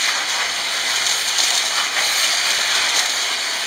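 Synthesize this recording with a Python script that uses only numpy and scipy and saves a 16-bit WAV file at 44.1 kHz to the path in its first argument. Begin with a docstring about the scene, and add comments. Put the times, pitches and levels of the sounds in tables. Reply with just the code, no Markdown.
"""In the steel hopper of an industrial shredder, hard plastic is ground: shards crack and rattle. Grinding and
ticks are dense random short rings, shaped by spectra and level curves; splinters and knocks (thick pieces and
the struck hopper panel) are bursts of tiny cracks, squeaks are noise in a sharp resonance. Sine lines and
filtered noise make the drive hum, rumble and slowly swell. One microphone with four notches hears it all."""
import sys
import numpy as np
from scipy import signal
from scipy.fft import rfft, irfft, next_fast_len
from scipy.io import wavfile
from scipy.ndimage import map_coordinates

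SR = 44100
rng = np.random.default_rng(int(sys.argv[2]) if len(sys.argv) > 2 else 0)


def int16_out(signal):
    """Quantize to a 16-bit WAV file."""
    q = np.round(np.clip(np.atleast_2d(signal).T, -1, 1) * 32767)
    wavfile.write(sys.argv[1], SR, q.astype(np.int16))


N = 161406  # samples

# Level curves before trim, coarse pieces, small shards, finest chips: (time [s], level [dB])
COARSE_LEVEL = [(0, -28), (.1, -23.5), (.25, -27), (.42, -23.5), (.54, -28.5), (.88, -24), (1.12, -27),
                (1.35, -28), (1.69, -29), (1.79, -24.5), (1.92, -27), (1.99, -23), (2.42, -25.5),
                (2.52, -23.5), (2.68, -24.5), (2.77, -21.5), (2.98, -24.5), (3.15, -28), (3.3, -25),
                (3.5, -28.5), (3.66, -27.5)]
SMALL_LEVEL = [(0, -19.5), (.25, -28), (.3, -22.5), (.53, -26), (.9, -22.5), (1.1, -21.5), (1.34, -23),
               (1.42, -19.5), (1.58, -21.5), (1.71, -23.5), (1.8, -22), (1.92, -25.5), (2.04, -20.5),
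               (2.27, -19.7), (2.42, -21.5), (2.52, -20.3), (2.68, -22), (3.0, -21), (3.16, -23),
               (3.26, -23), (3.66, -26)]
FINE_LEVEL = [(0, -47), (.25, -53), (.3, -46.5), (.53, -50.5), (.85, -46), (1.08, -45.5), (1.22, -39.5),
              (1.34, -49), (1.43, -44.5), (1.72, -48.5), (1.8, -45), (1.92, -50.5), (2.04, -40.5),
              (2.19, -37.5), (2.38, -46.5), (2.48, -42), (2.7, -46.5), (2.92, -48), (2.99, -43),
              (3.16, -47), (3.4, -50), (3.58, -47), (3.66, -50.5)]
# Relative spectra of the three sizes: (frequency [Hz], density [dB per Hz])
COARSE_TONE = [(25, -65), (120, -27.5), (300, -22), (550, -8), (690, -4), (900, -3.5), (1400, -2),
               (2000, 3), (2500, 3), (3300, -4), (5000, -3.5), (10000, -34.5)]
SMALL_TONE = [(500, -42), (1500, -15), (2300, -5), (3000, 1), (3600, -2.5), (4500, 1), (5400, -5),
              (6400, -2), (7300, -6), (8800, -12), (10700, -24.5), (13000, -34), (15500, -44)]
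FINE_TONE = [(3000, -19), (6500, -4.5), (8800, 8), (10700, -4), (12700, -4.5), (14400, 0.5), (15600, -5)]
COARSE_TRIM_DB, SMALL_TRIM_DB, FINE_TRIM_DB = 3, 1.87, 9
# Relative spectrum of flakes ticking on the chute: (frequency [Hz], density [dB per Hz])
FLAKE_TONE = [(600, -27), (2000, -12), (4300, 6), (6500, -10), (9000, -5), (12000, -20), (15500, -17)]
TICK_TRIM_DB = -14

# Drive lines: (frequency [Hz], rms level at start [dB], rms level at end [dB]), before sway
HUM_LINES = [(91, -65, -65), (189, -61, -66), (300.5, -55.5, -56.5), (398, -63, -52), (668, -51, -49),
             (1992, -51, -46)]
HUM_WANDER_RAD, HUM_SWAY_DB = 0.8, 1.5
# Relative spectrum of running belt and gears: (frequency [Hz], density [dB per Hz])
BELT_GEAR_TONE = [(10, -55), (25, -35), (60, -40), (150, -23), (250, -11), (450, -10), (580, -17),
                  (700, -1), (1000, -8), (3000, 0.5), (12000, -45)]
RUMBLE_DB, RUMBLE_SWAY_DB = -30.5, 1.2
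# Slow swells of low rumble from the belt, before trim: (time [s], level [dB])
SWELL_LEVEL = [(0, -62), (0.75, -59), (1.0, -51), (1.3, -55.5), (1.6, -68), (2.3, -57.5), (2.85, -55),
               (3.2, -70), (3.66, -58)]
# Relative spectrum of the swells: (frequency [Hz], density [dB per Hz])
LOW_SWELL_TONE = [(10, -28), (25, -6), (60, -13.5), (105, -5), (160, -8.5), (300, -15), (1000, -47)]
SWELL_TRIM_DB = -1

# Pieces splintering, before echo: (time [s], level [dB], length [s])
SPLINTER_EVENTS = [(.061, -27, 0.0067), (0.285, -26, 0.032), (0.893, -25, 0.022), (0.955, -19.5, 0.018),
                   (1.064, -15.5, 0.011), (1.091, -18.5, 0.011), (1.109, -20, 0.024), (1.276, -17, 0.0054),
                   (1.285, -17, 0.01), (1.381, -15.5, 0.014), (1.404, -23, 0.015), (1.433, -17, 0.0063),
                   (1.434, -19.5, .02), (1.476, -19.5, .016), (1.502, -16, 0.011), (1.542, -20.5, 0.027),
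                   (1.574, -13, 0.01), (1.651, -21.5, 0.039), (2.235, -20.5, 0.045), (2.501, -19.5, 0.018),
                   (2.608, -19.5, 0.011), (2.699, -31, 0.011), (2.741, -20, 0.03), (2.887, -21, 0.024),
                   (2.959, -19, 0.03), (2.989, -14.5, 0.015), (3.055, -18.5, .012), (3.089, -22, 0.033),
                   (3.213, -23, 0.034)]
# Relative spectrum of a splinter: (frequency [Hz], density [dB per Hz])
BRITTLE_TONE = [(600, -27), (2000, -10), (3100, 0), (4200, 1), (5400, -1), (6600, 1), (8800, -11),
                (11000, -21), (15500, -26)]
CRACKS_PER_S, CRACK_SPREAD_DB, CRACK_DECAY_S, STRESS_RAMP_S = 2600, 3.5, .0007, .005
# Knocks, before echo: thick pieces crushed on the wall (rings near 1.2 and 2 kHz) and the struck hopper panel
# (rings near 700 Hz): (time [s], level [dB], length [s], ring [Hz])
KNOCK_EVENTS = [(0.077, -22.5, 0.038, 2000), (0.082, -27, 0.019, 1160), (1.719, -32, .04, 1150),
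                (1.769, -25.5, 0.067, 1220), (1.966, -24, 0.082, 2000), (1.386, -29, 0.02, 730),
                (1.432, -27, 0.0058, 706), (1.509, -32.5, 0.064, 705), (1.637, -31, 0.0265, 715),
                (1.956, -32, 0.045, 740), (2.585, -30.5, 0.027, 710), (2.967, -24.5, 0.01, 730)]
KNOCK_Q = 5
# Pieces dragged over steel: (time [s], level before fade [dB], length [s], pitch [Hz])
SQUEAK_EVENTS = [(0.904, -36, .06, 4970), (1.067, -47, .16, 11270), (2.206, -18, .06, 2980),
                 (2.291, -23.5, 0.13, 4720), (2.44, -46, .08, 13800), (3.36, -52, .08, 10560),
                 (3.48, -40.5, 0.19, 9340)]
SQUEAK_Q = 130

# Decay of the steel walls: (frequency [Hz], time to fall 60 dB [s])
WALL_T60 = [(300, 0.73), (2000, 0.58), (6000, 0.48), (14000, 0.24)]
GRIND_ECHO_DB, BREAK_ECHO_DB = 0.5, -11
# Microphone notches: (centre [Hz], width [Hz], depth [0-1])
MIC_NOTCHES = [(2695, 640, 0.92), (4967, 490, 1), (5700, 400, 1), (7840, 760, 1)]
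TOP_HZ = 15750


def amp(db):
    """Decibels to gain."""
    return 10 ** (np.asarray(db) / 20)


def unit(x):
    """Scale to rms 1."""
    return x / np.sqrt(np.mean(x ** 2) + 1e-20)


def along(points, hz):
    """Interpolate (Hz, value) points on a log frequency axis."""
    point_hz, values = np.transpose(points)
    return np.interp(np.log(hz + 1), np.log(point_hz + 1), values)


def curve(rows):
    """Interpolate (s, value) points, one value per sample."""
    return np.interp(np.arange(N) / SR, *np.transpose(rows))


def wobble(knots_per_s):
    """Smooth random curve through normally distributed knots."""
    position = np.arange(N) * knots_per_s / SR
    return map_coordinates(rng.standard_normal(1024), [position], mode="wrap")


def filtered(x, response):
    """Apply a complex frequency response."""
    m = next_fast_len(N + SR // 2)
    return irfft(rfft(x, m) * response(np.fft.rfftfreq(m, 1 / SR)), m)[:N]


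def coloured(x, tone):
    """Minimum-phase filter with the given spectrum, unit energy."""
    size = 4096
    log_gain = np.log(amp(along(tone, np.fft.rfftfreq(size, 1 / SR))))
    cepstrum = irfft(log_gain)
    # fold the cepstrum: causal response
    cepstrum[1:size // 2] *= 2
    cepstrum[size // 2 + 1:] = 0
    h = irfft(np.exp(rfft(cepstrum)))
    return signal.fftconvolve(x, h / np.linalg.norm(h))[:N]


def add(out, start_s, x):
    """Mix x into out at start_s."""
    i = max(0, round(start_s * SR))
    out[i:i + len(x)] += x[:max(0, len(out) - i)]


def shards(low_hz, high_hz, ring_s, spread_db, count, size):
    """Random collisions; each shard is a decaying sine at its own pitch, cut at size samples."""
    when, pitch, life = rng.random((count, 3)).T[:, :, None]
    strength = amp(spread_db * np.clip(rng.standard_normal((count, 1)), -2, 2))
    k = np.arange(size)
    hz = low_hz + (high_hz - low_hz) * pitch
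    decay = np.exp(-k / SR / (ring_s * (.5 + life)))
    rings = strength * decay * np.sin(2 * np.pi * hz * k / SR)
    # a lead-in of size samples is dropped, so rings are already under way at 0 s
    index = (when * (N + size)).astype(int) + k
    return np.bincount(index.ravel(), rings.ravel(), N + size)[size:N + size]


def hopper(x, wet_db):
    """Steel walls answer with decaying noise, a new tail per time slice; the end wraps to the start."""
    slices = np.array_split(np.arange(N), 64)
    noise = rng.standard_normal((len(slices), SR // 5))
    hz, t, z = signal.stft(noise, SR, nperseg=256)
    decay = amp(-60 * t / along(WALL_T60, hz)[:, None])
    tails = signal.istft(z * decay, SR, nperseg=256)[1]
    echo = np.zeros(2 * N)
    for part, tail in zip(slices, tails):
        reply = signal.fftconvolve(x[part], tail / np.linalg.norm(tail))
        add(echo, part[0] / SR + .002, reply)
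    return x + amp(wet_db) * (echo[:N] + echo[N:])


def fracture(length_s):
    """Tiny random cracks under stress that builds and fades; energy of rms 1 over length_s."""
    t = np.arange(SR // 6) / SR
    chance = rng.random(len(t))
    strength, grit = rng.standard_normal((2, len(t)))
    knots_s = [0, min(STRESS_RAMP_S, length_s / 2), length_s, length_s + STRESS_RAMP_S]
    stress = np.interp(t, knots_s, [.5, 1, 0.34, 0.065])
    cracks = (chance < CRACKS_PER_S / SR) * stress
    cracks = cracks * amp(CRACK_SPREAD_DB * np.clip(strength, -2, 2))
    # power decays twice as fast as amplitude
    power = signal.lfilter([1], [1, -np.exp(-2 / (SR * CRACK_DECAY_S))], cracks ** 2)
    x = grit * np.sqrt(power)
    return x * np.sqrt(length_s * SR / (np.sum(x ** 2) + 1e-20))


def grinding():
    """Three sizes of plastic collide in the hopper; the cutters bite unevenly on all of them."""
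    bite_db = .45 * wobble(32) + .4 * wobble(17)
    coarse = shards(150, 6000, ring_s=.0015, spread_db=3.5, count=11000, size=256)
    small = shards(800, 14000, ring_s=.0009, spread_db=4, count=20000, size=160)
    fine = shards(4000, 16000, ring_s=.0004, spread_db=3, count=30000, size=64)
    layers = [(coarse, COARSE_TONE, curve(COARSE_LEVEL) + COARSE_TRIM_DB + bite_db),
              (small, SMALL_TONE, curve(SMALL_LEVEL) + SMALL_TRIM_DB + bite_db),
              (fine, FINE_TONE, curve(FINE_LEVEL) + FINE_TRIM_DB + 2 * bite_db)]
    out = np.zeros(N)
    for x, tone, level_db in layers:
        out += unit(hopper(coloured(x, tone), GRIND_ECHO_DB)) * amp(level_db)
    return out


def ticks():
    """Stray flakes land on the chute near the microphone; level follows the small shards."""
    hits = shards(1500, 7000, ring_s=.00012, spread_db=7, count=190, size=48)
    return unit(coloured(hits, FLAKE_TONE)) * amp(curve(SMALL_LEVEL) + TICK_TRIM_DB)


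def drive():
    """Motor and gear lines waver in level and phase over belt rumble and slow swells of low rumble."""
    t = np.arange(N) / SR
    hum = np.zeros(N)
    for hz, first_db, last_db in HUM_LINES:
        level_db = np.linspace(first_db, last_db, N) + HUM_SWAY_DB * wobble(5.86)
        phase = 2 * np.pi * hz * t + HUM_WANDER_RAD * wobble(9.7)
        hum += amp(level_db) * np.sqrt(2) * np.sin(phase)
    rumble = unit(coloured(rng.standard_normal(N), BELT_GEAR_TONE))
    rumble = rumble * amp(RUMBLE_DB + RUMBLE_SWAY_DB * wobble(9.7))
    swell = unit(coloured(rng.standard_normal(N), LOW_SWELL_TONE))
    swell = swell * amp(curve(SWELL_LEVEL) + SWELL_TRIM_DB)
    return hum + rumble + swell


def splinters():
    """Brittle pieces burst between the blades in runs of cracks."""
    out = np.zeros(N)
    for start_s, db, length_s in SPLINTER_EVENTS:
        add(out, start_s, amp(db) * fracture(length_s))
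    return hopper(coloured(out, BRITTLE_TONE), BREAK_ECHO_DB)


def knocks():
    """Thick pieces break and the hopper panel is struck, each with a hollow ring: cracks excite a broad
    resonance."""
    out = np.zeros(N)
    for start_s, db, length_s, hz in KNOCK_EVENTS:
        ring = signal.lfilter(*signal.iirpeak(hz, KNOCK_Q, SR), fracture(length_s))
        ring = ring * np.sqrt(length_s * SR / np.sum(ring ** 2))
        add(out, start_s, amp(db) * ring)
    return hopper(out, BREAK_ECHO_DB)


def squeaks():
    """Stick and slip, as noise, excites one narrow mode of the piece; half-sine fade."""
    out = np.zeros(N)
    for start_s, db, length_s, hz in SQUEAK_EVENTS:
        t = np.arange(int(length_s * SR)) / SR
        noise = rng.standard_normal(SR // 2)
        # keep the end, where the resonance has built up
        ring = signal.lfilter(*signal.iirpeak(hz, SQUEAK_Q, SR), noise)[-len(t):]
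        add(out, start_s, amp(db) * unit(ring) * np.sin(np.pi * t / length_s))
    return out


def scene():
    """The whole machine, the same in both channels."""
    mono = grinding() + ticks() + drive() + splinters() + knocks() + squeaks()
    return np.tile(mono, (2, 1))


def record(dry):
    """The microphone cuts four narrow notches and keeps nothing above its band limit."""
    def response(f):
        gain = (f < TOP_HZ).astype(complex)
        for hz, width_hz, depth in MIC_NOTCHES:
            damping = 1j * f * width_hz
            gain *= 1 - depth * damping / (hz * hz - f * f + damping)
        return gain
    return np.array([filtered(x, response) for x in dry])


dry = scene()
out = record(dry)
int16_out(out)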